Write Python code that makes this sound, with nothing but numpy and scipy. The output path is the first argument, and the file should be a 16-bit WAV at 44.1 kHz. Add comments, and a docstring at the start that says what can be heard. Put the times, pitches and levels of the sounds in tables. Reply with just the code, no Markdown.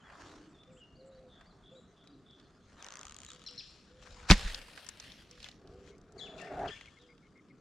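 """Slingshot in a garden

A gloved hand close to the camera draws and fires a rubber slingshot: grainy noise makes the cloth
rustle, clicks that ring make the bands creak slip by slip, noise puffs slap the fork and damped sines jolt
the camera. Birds and doves, trembling sines, call from the trees; noise through cavity resonances makes
the wind, whose gust whistles over the microphone ports near the end."""
import sys
import numpy as np
from scipy import signal
from scipy.fft import next_fast_len
from scipy.io import wavfile
from scipy.ndimage import uniform_filter1d

SR = 44100
rng = np.random.default_rng(int(sys.argv[2]) if len(sys.argv) > 2 else 0)


def unload_audio(sound):
    """Save the sound as a 16-bit wav file, at the path given as the first command line argument."""
    columns = np.transpose(np.atleast_2d(sound))
    # keep every value between -1 and 1, then stretch to whole-number steps
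    steps = np.round(np.clip(columns, -1, 1) * 32767)
    wavfile.write(sys.argv[1], SR, steps.astype(np.int16))


N = 335292  # length in samples

# Garden air, spectrum before scaling: f/Hz, density level/dB per Hz
AIR_SPECTRUM = [(15, -27.5), (25, -17), (102, -1), (185, 3.5), (326, -4), (489, -10.5), (887, -21),
                (1230, -12), (1890, -26.5), (6380, -41), (9320, -39), (11000, -58.5), (16000, -62.5)]
# Likeness of the left and right ports in diffuse noise: f/Hz, likeness [0-1]
PORT_LIKENESS = [(60, 0.97), (180, 0.98), (550, 0.98), (1650, 1), (4970, 0.93), (15000, 0.25)]
# Cloth noise, spectrum before its dull and bright parts are split: f/Hz, density level/dB per Hz
CLOTH_SPECTRUM = [(290, -32.5), (500, -1), (621, -4), (1670, 1), (2290, -2), (2890, -0.5), (4090, -1.5),
                  (7000, -6), (10700, -24), (14900, -35.5), (16000, -34.5)]
# Fixed cavity modes of the microphone ports: f/Hz, width of each of two passes/Hz, relative level/dB
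PORT_MODES = [(390, 90, 0), (1100, 500, -14), (290, 80, -4), (170, 100, -6)]
# Wind on the ports: t/s, push level/dB, cavity mode level/dB, upper whistle level/dB
WIND_LEVELS = [(0, -76, -90, -99), (.12, -71, -71.5, -70), (.33, -63, -59, -80), (.5, -72, -71, -78),
               (1.4, -68, -71, -73), (2.1, -76, -68, -76), (2.5, -69, -71.5, -77), (3.85, -69, -76, -88),
               (4.25, -54, -77, -88), (4.8, -72, -80, -88), (5.2, -64, -82, -89), (5.5, -70, -83, -89),
               (5.65, -64, -56.5, -66), (5.9, -60, -60, -74), (6.07, -68, -63, -72), (6.2, -65, -55, -59),
               (6.33, -62, -53, -55), (6.48, -67, -53, -50.5), (6.53, -60, -45.5, -42),
               (6.66, -50, -44, -34), (6.695, -53, -45, -55), (6.73, -58, -68, -76), (6.85, -67, -80, -95),
               (7.6, -85, -68.5, -84)]
# Strokes of glove, cloth and leaves, and the rasp at the start of the near bird's calls: peak t/s, hold/s,
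# rise/s per 20 dB, fall/s per 20 dB, level/dB, dull part over it/dB, left minus right/dB
RUSTLE_STROKES = [(.12, .1, .2, .2, -69, 18, 0), (.21, .07, .16, .3, -59.5, 7, 0),
                  (.34, .05, .1, .04, -67, 11, 0), (1.42, .01, .15, .25, -75, 18, 0),
                  (2.4, .01, .2, .2, -77, 12, -2), (2.82, .1, .22, .55, -62, 9, 2),
                  (3.3, .4, .6, .5, -65, -2, 5), (4.03, .22, .07, .3, -61, 1.5, 5),
                  (4.2, .08, .15, .1, -66, 13, 4), (4.54, .02, .3, .4, -52, -5, 1),
                  (4.78, .07, .3, .3, -55, -3, 5), (5.04, .06, .15, .35, -54, -6, 1),
                  (5.32, .01, .08, .1, -63, -6, 1), (5.45, .01, .14, .13, -54.5, -7, -2),
                  (5.88, .01, .12, .07, -62, 0.5, 5), (5.72, .06, .15, .15, -72, -4, 5),
                  (6.2, .02, .05, .15, -67, 6, 12), (6.39, .01, .04, .17, -57, 3, 9),
                  (6.62, .04, .35, .12, -61, 17, 5), (6.68, .07, .05, .4, -62, -1.5, 8)]
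# Swish of the bands: t/s, level/dB
BAND_SWISH = [(4.27, -78.5), (4.29, -39.5), (4.299, -26.5), (4.31, -22), (4.338, -31), (4.35, -48.5),
              (4.41, -45.5), (4.5, -49.5), (4.6, -61)]
# Far warbled notes, before band-pass and pan: t/s, length/s, first f/Hz, middle f/Hz, last f/Hz, level/dB
FAR_NOTES = [(0, .03, 3400, 3100, 3050, -68), (.035, .06, 3450, 3350, 3200, -69),
             (.535, .045, 3780, 3550, 3380, -69), (.58, .05, 3350, 3520, 3590, -62),
             (.69, .035, 3170, 2500, 2230, -73), (.76, .04, 2330, 3150, 3250, -68),
             (.797, .06, 2980, 2850, 2800, -58.5), (.95, .028, 4150, 4550, 4900, -68),
             (.992, .03, 4900, 4250, 4000, -68), (1.11, .04, 3670, 3950, 4000, -71),
             (1.148, .022, 4200, 4550, 4100, -70), (1.17, .03, 4030, 4000, 4000, -72),
             (1.28, .13, 3620, 3550, 3380, -65), (1.455, .028, 4260, 4600, 4870, -68),
             (1.495, .035, 4800, 4150, 3920, -71), (1.62, .125, 3430, 3460, 3500, -65),
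             (1.75, .04, 3650, 3890, 3930, -63), (1.96, .09, 3500, 3430, 3550, -67),
             (2.06, .035, 3750, 3850, 3950, -68), (2.095, .022, 4400, 4750, 5050, -72),
             (2.125, .03, 4800, 4100, 3780, -72), (2.25, .13, 3560, 3450, 3450, -64),
             (2.42, .028, 4580, 4570, 4550, -74), (2.45, .025, 4250, 4200, 4150, -72),
             (2.79, .05, 3910, 3500, 2790, -63), (3.27, .06, 3740, 3750, 2720, -57),
             (6.98, .08, 3680, 3600, 2950, -68), (7.06, .07, 5050, 4900, 4690, -76)]
# Near bird's short slurs, before band-pass and pan: t/s, length/s, first f/Hz, middle f/Hz, last f/Hz,
# level/dB
NEAR_SLURS = [(6.25, .035, 1576, 1400, 1050, -55), (6.405, .03, 1360, 1350, 1290, -53),
              (6.465, .02, 1295, 1130, 960, -56), (6.705, .035, 1515, 1700, 1680, -50),
              (6.755, .022, 1556, 1400, 1205, -55)]
# Near bird's calls, a flick up, a slide down and a held note, before band-pass and pan: t/s, length/s,
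# top f/Hz, held f/Hz, slide level/dB, held level/dB, level change by the end/dB
NEAR_CALLS = [(6.172, .11, 2327, 1712, -56, -45.5, -15), (6.375, .095, 1395, 900, -50, -55, -3),
              (6.67, .09, 1660, 890, -43, -53, -7)]
# Harsh two-voiced chips, before band-pass and pan: t/s, length/s, starting level of each voice/dB
HARSH_CHIPS = [(3.462, .034, -47), (3.576, .037, -46)]
# Low moans of moving air: t/s, length/s, f/Hz, level/dB
AIR_MOANS = [(.12, 0.51, 306, -61.5), (2.05, 0.18, 290, -61), (2.35, 0.11, 290, -63.5),
             (7.3, 0.37, 280, -66.5)]
# Thin buzzes high up: t/s, length/s, f/Hz, level/dB
HIGH_BUZZES = [(.48, .05, 7540, -81), (.7, .13, 7400, -74), (1.049, .05, 7600, -75),
               (1.698, 0.18, 7200, -78.5), (2.595, .15, 6500, -82), (3.198, 0.19, 7050, -69.5)]
# Small ticks of pouch, twigs and strap, and two last slips of the creaking bands: t/s,
# peak level before pan/dB, centre f/Hz, left minus right/dB
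SMALL_TICKS = [(0.634, -49.5, 3430, 0.0), (1.4104, -50.5, 1470, 0.5), (2.04, -55, 1280, 1.0),
               (2.0734, -47.5, 4050, 5), (2.3094, -55, 4400, 1), (2.3992, -48.5, 3720, 4),
               (3.6714, -50, 5000, 3), (3.7054, -55, 5500, 3), (4.0644, -49, 1330, 10),
               (4.072, -47, 1230, 14), (4.4788, -33, 1720, 0.5), (4.5453, -26, 4670, 7),
               (4.615, -41, 2430, 9), (4.683, -43, 1310, -3), (4.776, -37, 1310, -8),
               (4.8653, -39, 5850, -2), (4.8887, -27, 7140, 6.5), (4.9994, -32.5, 5500, 2),
               (5.1193, -36.5, 3660, 9), (5.3112, -39.5, 5470, 1), (5.376, -52, 1430, 4.0),
               (5.4023, -39.5, 3500, 6), (5.4287, -36, 4040, 1), (5.4431, -31.5, 3400, 7),
               (5.462, -40, 1620, 8), (5.4868, -34.5, 3670, 4.0), (5.5139, -45.5, 4250, 4),
               (5.6737, -49.5, 4220, 0), (5.8747, -51, 1760, 10), (5.981, -56, 7000, 3),
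               (6.014, -56, 6500, 3), (6.122, -52, 7000, 3.0), (6.4164, -44, 7500, 5),
               (6.5925, -42, 1200, 4.0), (6.8102, -36, 2030, 5.5), (6.8577, -44.5, 2170, 6),
               (7.1794, -53.5, 3270, -0.5)]
# Dove coos, pitch arching up and sagging: t/s, length/s, top f/Hz, level/dB
DOVE_COOS = [(.67, .14, 524, -61.5), (.96, 0.36, 536.4, -57.5), (1.71, 0.097, 528, -57.5),
             (3.3, 0.15, 504, -69), (3.48, 0.11, 499, -66), (3.86, 0.44, 513, -65.5),
             (5.3, 0.125, 503, -67), (5.7, 0.26, 500, -62.5), (6.98, 0.21, 495, -66.5)]
# The draw, one slip of rubber on the fork for every step of stretch: t/s, steps so far
DRAW_STEPS = [(2.825, 0), (2.9058, 4), (2.9711, 8), (3.0521, 12), (3.0686, 13), (3.1228, 17), (3.187, 20),
              (3.264, 25), (3.288, 26), (3.348, 30), (3.3615, 31), (3.3948, 32), (3.4622, 35), (3.561, 39)]
# The band tightens: t/s, slip level/dB, low ring over the slip/dB, high ring over the slip/dB
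STRETCH_LEVELS = [(2.8, -37.5, -14, .3), (3.0, -40, -4, 2.5), (3.115, -42, -4, 2.5), (3.14, -41, -20, 3),
                  (3.33, -42, -8, 3), (3.36, -46, -6, -4), (3.6, -47, -20, -5)]
# Fork, low ring and high ring, in that order: f at the first slip/Hz, climb/Hz per s
RING_PITCHES = [(2800, 1300), (1080, 700), (6300, 1600)]
# Bands and pouch slap the fork: t/s, peak level before pan/dB, centre f/Hz, t60/s, width as a share of f
FORK_SLAPS = [(4.3009, -7, 1700, 0.011, 0.41), (4.3060, -13, 4335, .015, 0.24),
              (4.3110, -1.5, 4300, 0.0088, 0.74), (4.3118, -10, 600, .03, .8),
              (4.3191, -5, 2800, 0.0055, 0.98), (4.3274, -21, 2190, 0.014, .6),
              (4.329, -28, 3530, .08, 0.95)]
# Camera mount modes: f/Hz, relative level/dB, t60/s
MOUNT_MODES = [(32, 0.5, 0.097), (56.6, 0.5, 0.024), (194.7, 0, 0.066), (295, -14, 0.07)]
# Recoil throws the camera to and fro: t/s, level/dB, direction [+1 or -1], time the push takes/s
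RECOIL_JOLTS = [(4.3035, -10, -1, 0.0018), (4.3075, -7.5, 1, 0.0034), (4.3140, -16.5, 1, .001),
                (4.3170, -10.5, -1, 0.0022), (4.341, -27, 1, .006), (4.442, -30, -1, 0.0076),
                (4.456, -29, 1, .008)]
# Short level pips: t/s, length/s, f/Hz, level before pan/dB
LEVEL_PIPS = [(5.909, 0.048, 2168, -71), (6.747, 0.037, 2290, -59), (6.849, 0.015, 2150, -63),
              (6.874, .02, 2210, -58.5), (6.969, 0.023, 2140, -64), (7.087, 0.048, 2143, -64.5),
              (7.222, .06, 2180, -72.5), (7.349, 0.059, 2120, -66), (7.498, 0.024, 2156, -66.5)]

AIR_DB = -64
SHOT_S = 4.31
WHISTLE_HZ, WHISTLE_BENDS_DB, WHISTLE_HZ_PER_DB = 665, -46, 5.5  # blown hard, the whistle goes sharp
# Cloth at rest; the leaves stay stirred after the shot. Pans are left minus right
IDLE_DB, IDLE_DULL_DB = -86, 13
IDLE_AFTER_DB, IDLE_AFTER_DULL_DB, IDLE_AFTER_PAN_DB = -78, 7., 5.
CATCHES_PER_S, CATCH_DB = 40, -1.5  # single twigs snap once the shot has stirred the leaves
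BUZZY_FROM_S, ROUGH_SHORT, ROUGH_LONG = .075, .15, .48  # long far notes are buzzy, short ones clear
FLICK_S, SLIDE_S, FLICK_FROM = .012, .023, .78  # the flick starts at this share of the top pitch
BRIGHT_SLIDE, BRIGHT_HELD = .7, .93  # brightness 0-1 shifts weight to the even partials
CHIP_LOW_HZ, CHIP_HIGH_HZ = 4180, 5480
CHIP_DROP, CHIP_FADE_DB = (.5, .18), (-9, -4)  # low, high voice: share of pitch lost, level change
FAR_PAN_DB, NEAR_PAN_DB, CHIP_PAN_DB = .8, 9., 4.  # left minus right
SLIP_JITTER_S, SLIP_SCATTER_DB, RING_SCATTER = .0004, 1.2, .12
LOW_TOP_HZ, HIGH_TOP_HZ = 1280, 7200  # the rings climb no further
SWAY_S, SWAY_DB, SWAY_HOLD_S, SWAY_T60_S = 4.35, -38, .1, .5  # the mount sways after the shot
PORT_LAG = .07  # radians by which each port leads or lags on the jolts
EDGE_HZ = 16400  # upper band limit


def gain_of(db):
    """Decibels to amplitude gain."""
    return 10 ** (np.asarray(db) / 20)


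def evened(x):
    """Scales to rms 1."""
    return x / np.sqrt(np.mean(x ** 2) + 1e-20)


def read(points, hz):
    """Reads a spectrum on a log-frequency axis."""
    f, value = np.transpose(points)
    return np.interp(np.log(hz + 1), np.log(f + 1), value)


def columns(rows):
    """Joins table rows by straight lines over the whole length."""
    s, *rest = np.transpose(rows)
    return [np.interp(np.arange(N) / SR, s, column) for column in rest]


def panned(x, pan_db):
    """Splits a level difference evenly between left and right."""
    side_db = np.multiply.outer([.5, -.5], pan_db * np.ones(np.shape(x)[-1]))
    return x * gain_of(side_db)


def add(mix, s, sound):
    """Mixes a sound in at time s."""
    part = mix[..., round(s * SR):][..., :sound.shape[-1]]
    part += sound[..., :part.shape[-1]]


def resonate(x, hz, width):
    """Resonance of gain 1: shifts the curve hz down to zero, smooths, and shifts back."""
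    turn = np.exp(2j * np.pi * np.cumsum(hz * np.ones(x.shape[-1])) / SR)
    r = np.exp(-np.pi * abs(width) / SR)
    return 2 * (turn * signal.lfilter([1 - r], [1, -r], x / turn)).real


def band(x, lo_hz, hi_hz):
    """Band-pass by a Butterworth filter."""
    edges = [lo_hz, min(hi_hz, .49 * SR)]
    return signal.sosfilt(signal.butter(2, edges, "bandpass", fs=SR, output="sos"), x)


def swell(s, hold, rise, fall):
    """Gain of an event that rises to s, holds and falls, rise and fall in seconds per 20 dB."""
    t = np.arange(N) / SR - s
    return gain_of(20 * np.minimum(np.minimum(t / rise, (hold - t) / fall), 0))


def noise(spectrum, patchy_db, alike):
    """Stereo noise of rms 1 with a given spectrum, its level drifting in patches of time and pitch."""
    frames, hz = N // 256 + 5, np.fft.rfftfreq(1024, 1 / SR)
    a, b, c, d, patches = rng.standard_normal((frames, 513, 5)).T
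    patches = uniform_filter1d(patches, size=12, axis=0)  # across frequency
    patches = evened(uniform_filter1d(patches, size=10, axis=1))  # across time
    same = np.clip(alike * read(PORT_LIKENESS, hz), -1, 1)[:, None]
    left, other = a + 1j * b, c + 1j * d
    z = np.array([left, same * left + np.sqrt(1 - same ** 2) * other])
    z *= gain_of(read(spectrum, hz)[:, None] + patchy_db * patches)
    return evened(signal.istft(z, nperseg=1024, noverlap=768)[1][:, :N])


def burst(db, hz, t60, spread):
    """A dying puff of noise round one frequency; the treble reaches the two ports unlike."""
    t = np.arange(4000) / SR
    left, other = rng.standard_normal((2, 4000))
    puff = np.array([left, left + band(other - left, 2700, 28000)])
    puff = puff * gain_of(-60 * t / max(t60, .003))
    puff = resonate(puff, hz, spread * hz) + 0.02 * puff
    puff = band(band(puff, 150, 8500), 150, 9500)  # the housing shades the top octave
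    return gain_of(db) * puff / abs(puff).max()


def sung(rows, voice):
    """Start and sound of one call: a voice follows the row columns over their span, with soft ends."""
    s, *rest = np.transpose(rows)
    t = np.arange(s[0], s[-1], 1 / SR)
    sound = voice(*(np.interp(t, s, column) for column in rest))
    return s[0], sound * signal.windows.tukey(len(t), .25)


def bent(s, length, first_hz, middle_hz, last_hz, db):
    """Rows of a note whose pitch bends smoothly through three values, loudest in its middle."""
    u = np.linspace(-1, 1, 9)
    slope = .5 * (last_hz - first_hz)
    curve = .5 * (first_hz + last_hz) - middle_hz
    hz = middle_hz + slope * u + curve * u ** 2
    return np.transpose([s + .5 * length * (u + 1), hz, db - 8. * u ** 2])


def tone(hz, rough):
    """A sine of about rms 1 whose size and pitch tremble."""
    tremble = rng.standard_normal((2, SR))[:, :len(hz)]
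    size, pitch = (evened(uniform_filter1d(uniform_filter1d(v, size=80), size=80)) for v in tremble)
    phase = 2 * np.pi * np.cumsum(hz * (1 + .06 * rough * pitch)) / SR
    return np.sqrt(2) * (1 + rough * size) * np.sin(phase)


def reedy(hz, db, bright=.88):
    """The near bird's voice: the second partial leads; the odd ones fade as it brightens."""
    odd = tone(hz, 0.5) + .9 * tone(3 * hz, 0.45)
    even = tone(2 * hz, 0.33) + 0.12 * tone(4 * hz, .3)
    return gain_of(db) * ((1 - bright) * odd + bright * even)


def air():
    """Steady wash of the garden all round: patchy noise, nearly alike at both ports."""
    return gain_of(AIR_DB) * noise(AIR_SPECTRUM, 1.7, 0.95)


def wind():
    """Lumpy pressure on the ports, and turbulence that blows their cavity modes."""
    push_db, gust_db, upper_db = columns(WIND_LEVELS)
    upper_hz = WHISTLE_HZ + WHISTLE_HZ_PER_DB * np.maximum(upper_db - WHISTLE_BENDS_DB, 0)
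    push, gust = rng.standard_normal((2, N))
    lumps = gain_of(1.3 * evened(band(rng.standard_normal(N), 12, 60)))
    slow_lumps = gain_of(3.5 * evened(band(rng.standard_normal(N), 1.5, 9)))
    pressure = slow_lumps * evened(band(push, 28, 88))
    modes = evened(sum(gain_of(db) * evened(resonate(resonate(gust, hz, width), hz, width))
                       for hz, width, db in PORT_MODES))
    whistle = evened(resonate(resonate(gust, upper_hz, 140), upper_hz, 140))
    blown = gain_of(push_db) * pressure + gain_of(gust_db) * modes + gain_of(upper_db) * whistle
    return blown * evened(lumps)


def rustle():
    """Noise broken into grains, as fibres catch; band swish and the near bird's rasp share its colour."""
    grain = gain_of(1.9 * evened(uniform_filter1d(rng.standard_normal(N), size=200)))
    t = np.arange(N) / SR - SHOT_S
    after = t > 0
    snaps = (rng.random(N) < CATCHES_PER_S / SR) * rng.exponential(1, N) * after
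    grain = grain + gain_of(CATCH_DB) * signal.lfilter([1], [1, -.985], snaps)
    cloth = evened(noise(CLOTH_SPECTRUM, 2.5, 0.83) * grain)
    dull = band(cloth, 500, 1900)
    bright = band(cloth - dull, 300, 12000)
    fizz = gain_of(9. - 9. * t ** 2) * after  # shaken leaves fizz on after the shot
    bright += band(cloth, 8300, 15000) * fizz

    # Strokes add to the idle cloth as powers
    power = panned(gain_of(np.where(after, IDLE_AFTER_DB, IDLE_DB)), IDLE_AFTER_PAN_DB * after) ** 2
    dull_power = power * gain_of(np.where(after, IDLE_AFTER_DULL_DB, IDLE_DULL_DB)) ** 2
    for s, hold, rise, fall, db, dull_db, pan_db in RUSTLE_STROKES:
        stroke = panned(gain_of(db) * swell(s, hold, rise, fall), pan_db) ** 2
        power = power + stroke
        dull_power = dull_power + stroke * gain_of(dull_db) ** 2
    swish = gain_of(columns(BAND_SWISH)[0]) * (np.arange(N) < 4.6 * SR) * cloth
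    return np.sqrt(power) * bright + np.sqrt(dull_power) * dull + swish


def birds():
    """Trembling sines: far warbles, a reedy near call of four partials and harsh two-voiced chips."""
    far, near, chips = np.zeros((3, N))
    for row in FAR_NOTES:
        rough = ROUGH_LONG if row[1] > BUZZY_FROM_S else ROUGH_SHORT
        add(far, *sung(bent(*row), lambda hz, db: gain_of(db) * tone(hz, rough)))
    for row in NEAR_SLURS:
        add(near, *sung(bent(*row), reedy))
    for s, length, top_hz, held_hz, slide_db, held_db, change_db in NEAR_CALLS:
        top = s + FLICK_S
        down = top + SLIDE_S
        call = [(s, FLICK_FROM * top_hz, slide_db - 8, BRIGHT_SLIDE),
                (top, top_hz, slide_db, BRIGHT_SLIDE),
                (down, held_hz, held_db - 2.5, BRIGHT_HELD),
                (down + .018, held_hz, held_db, BRIGHT_HELD),
                (s + length, held_hz, held_db + change_db, BRIGHT_HELD)]
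        add(near, *sung(call, reedy))

    def harsh(lo, hi, lo_db, hi_db):
        """Two rough sines at once."""
        return gain_of(lo_db) * tone(lo, .55) + gain_of(hi_db) * tone(hi, 0.5)

    u = np.linspace(0, 1, 9)
    low_hz = CHIP_LOW_HZ * (1 - CHIP_DROP[0] * u ** 2.5)
    high_hz = CHIP_HIGH_HZ * (1 - CHIP_DROP[1] * u ** 2.5)
    for s, length, db in HARSH_CHIPS:
        levels = [db + fade_db * u for fade_db in CHIP_FADE_DB]
        add(chips, *sung(np.transpose([s + length * u, low_hz, high_hz, *levels]), harsh))
    return panned(far, FAR_PAN_DB) + panned(near, NEAR_PAN_DB) + panned(chips, CHIP_PAN_DB)


def garden(x, t60, start):
    """Leaves and walls scatter sound back: sparse taps of random sign, partly shared by the ears."""
    taps = np.zeros((2, SR))
    at = np.arange(0, SR - 20, 20) + rng.integers(0, 20, (2, (SR - 1) // 20))
    np.put_along_axis(taps, at, rng.choice([-1., 1.], at.shape), 1)
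    t = np.arange(SR) / SR
    taps = (taps + .5 * taps[::-1]) * gain_of(-60 * t / t60) * np.clip(t / start, 0, 1)
    return signal.fftconvolve(x[None], taps / np.linalg.norm(taps[0]), axes=1)[:, :N]


def noise_bands(rows, width, alike):
    """Moans or buzzes: narrow bands of noise that swell and fade, width a share of f to each side."""
    out = np.zeros((2, N))
    for s, length, hz, db in rows:
        hiss = rng.standard_normal((2, SR))[:, :round(length * SR)]
        left, other = band(hiss, (1 - width) * hz, (1 + width) * hz)
        pair = np.array([left, alike * left + (1 - alike) * other])
        add(out, s, gain_of(db) * evened(pair) * signal.windows.tukey(len(left), .6))
    return out


def ticks():
    """Short noise snaps, each with its own colour and side; high ones die sooner."""
    out = np.zeros((2, N))
    for s, db, hz, pan_db in SMALL_TICKS:
        add(out, s, panned(burst(db, hz, 0.014 + 30 / hz, 0.2 + 400 / hz), pan_db))
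    return out


def doves():
    """Soft low coos: slightly rough sines on an arch of pitch."""
    out = np.zeros(N)
    for s, length, hz, db in DOVE_COOS:
        arch = [(s, .95 * hz, db - 0.5), (s + .3 * length, hz, db),
                (s + .7 * length, .97 * hz, db - 1.5), (s + length, .92 * hz, db - 2)]
        add(out, *sung(arch, lambda f, level_db: gain_of(level_db) * tone(f, 0.25)))
    return out


def creak():
    """Each slip is a click that rings the stretched band and the fork, higher as the draw goes on."""
    out = np.zeros((2, N))
    draw_s, steps = np.transpose(DRAW_STEPS)
    at, *stretch = np.transpose(STRETCH_LEVELS)
    for s in np.interp(np.arange(steps[-1] + 1), steps, draw_s):
        late, size, ring = rng.standard_normal(3)
        db, low_db, high_db = (np.interp(s, at, column) for column in stretch)
        fork_hz, low_hz, high_hz = (f + climb * (s - draw_s[0]) for f, climb in RING_PITCHES)
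        db += SLIP_SCATTER_DB * size
        fork = burst(db, fork_hz * (1 + RING_SCATTER * np.tanh(ring)), 0.006, .3)
        high = burst(db + high_db, min(high_hz, HIGH_TOP_HZ), 0.007, 0.12)
        low = burst(db + low_db, min(low_hz, LOW_TOP_HZ), 0.013, 0.12)
        add(out, s + SLIP_JITTER_S * late, fork + high + low)
    return panned(out, 3.2)


def shot():
    """Slaps crack in the air; the recoil rings the mount's damped modes, and it then sways."""
    cracks, jolts, t = np.zeros((2, N)), np.zeros(N), np.arange(8000) / SR
    ring = sum(gain_of(db - 60 * t / t60) * np.sin(2 * np.pi * hz * t) for hz, db, t60 in MOUNT_MODES)
    for s, db, hz, t60, spread in FORK_SLAPS:
        add(cracks, s, burst(db, hz, t60, spread))
    for s, db, way, push_s in RECOIL_JOLTS:
        push = np.hanning(round(push_s * SR) + 3)  # a slow push leaves the high modes quiet
        add(jolts, s, way * gain_of(db) * np.convolve(ring, push / push.sum()))
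    rumble = evened(band(rng.standard_normal(N), 18, 47))
    sway = rumble * gain_of(SWAY_DB) * swell(SWAY_S, SWAY_HOLD_S, .01, SWAY_T60_S / 3)
    return cracks, jolts + sway


def pips():
    """Short whistles of level pitch: rough sines."""
    out = np.zeros(N)
    for s, length, hz, db in LEVEL_PIPS:
        add(out, *sung([(s, hz), (s + length, hz)], lambda f: gain_of(db) * tone(f, 0.37)))
    return panned(out, 3.5)


def scene():
    """All sources, near and far, with the garden's echo on birds and shot."""
    song = band(birds(), 1200, 9000)  # keeps the birds' trembling tones within 1.2 to 9 kHz
    cracks, jolts = shot()
    quadrature = signal.hilbert(jolts, next_fast_len(N)).imag[:N]
    jolts = panned(jolts, -.3) + np.outer([PORT_LAG, -PORT_LAG], quadrature)
    near = rustle() + wind() + creak() + ticks() + panned(cracks, 1.6) + jolts
    heard = song.mean(axis=0)
    song_echo = gain_of(-5.5) * garden(heard, 0.75, .02) + gain_of(-9) * garden(heard, .14, .004)
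    echoes = panned(song_echo, 3.) + gain_of(-18) * garden(cracks[0], .7, .02)
    far = gain_of(-.8) * song + doves() + pips()
    far = far + noise_bands(HIGH_BUZZES, 0.05, 0.74) + noise_bands(AIR_MOANS, 0.091, 1.0)
    return air() + near + far + echoes


def record(dry):
    """The loudest peaks round off in the preamplifier; then the band limit."""
    soft = dry / (1 + abs(dry / .95) ** 6) ** (1 / 6)
    low_pass = signal.firwin(511, EDGE_HZ, window=("kaiser", 9), fs=SR)
    return signal.oaconvolve(soft, low_pass[None], "same")


dry = scene()
out = record(dry)
unload_audio(out)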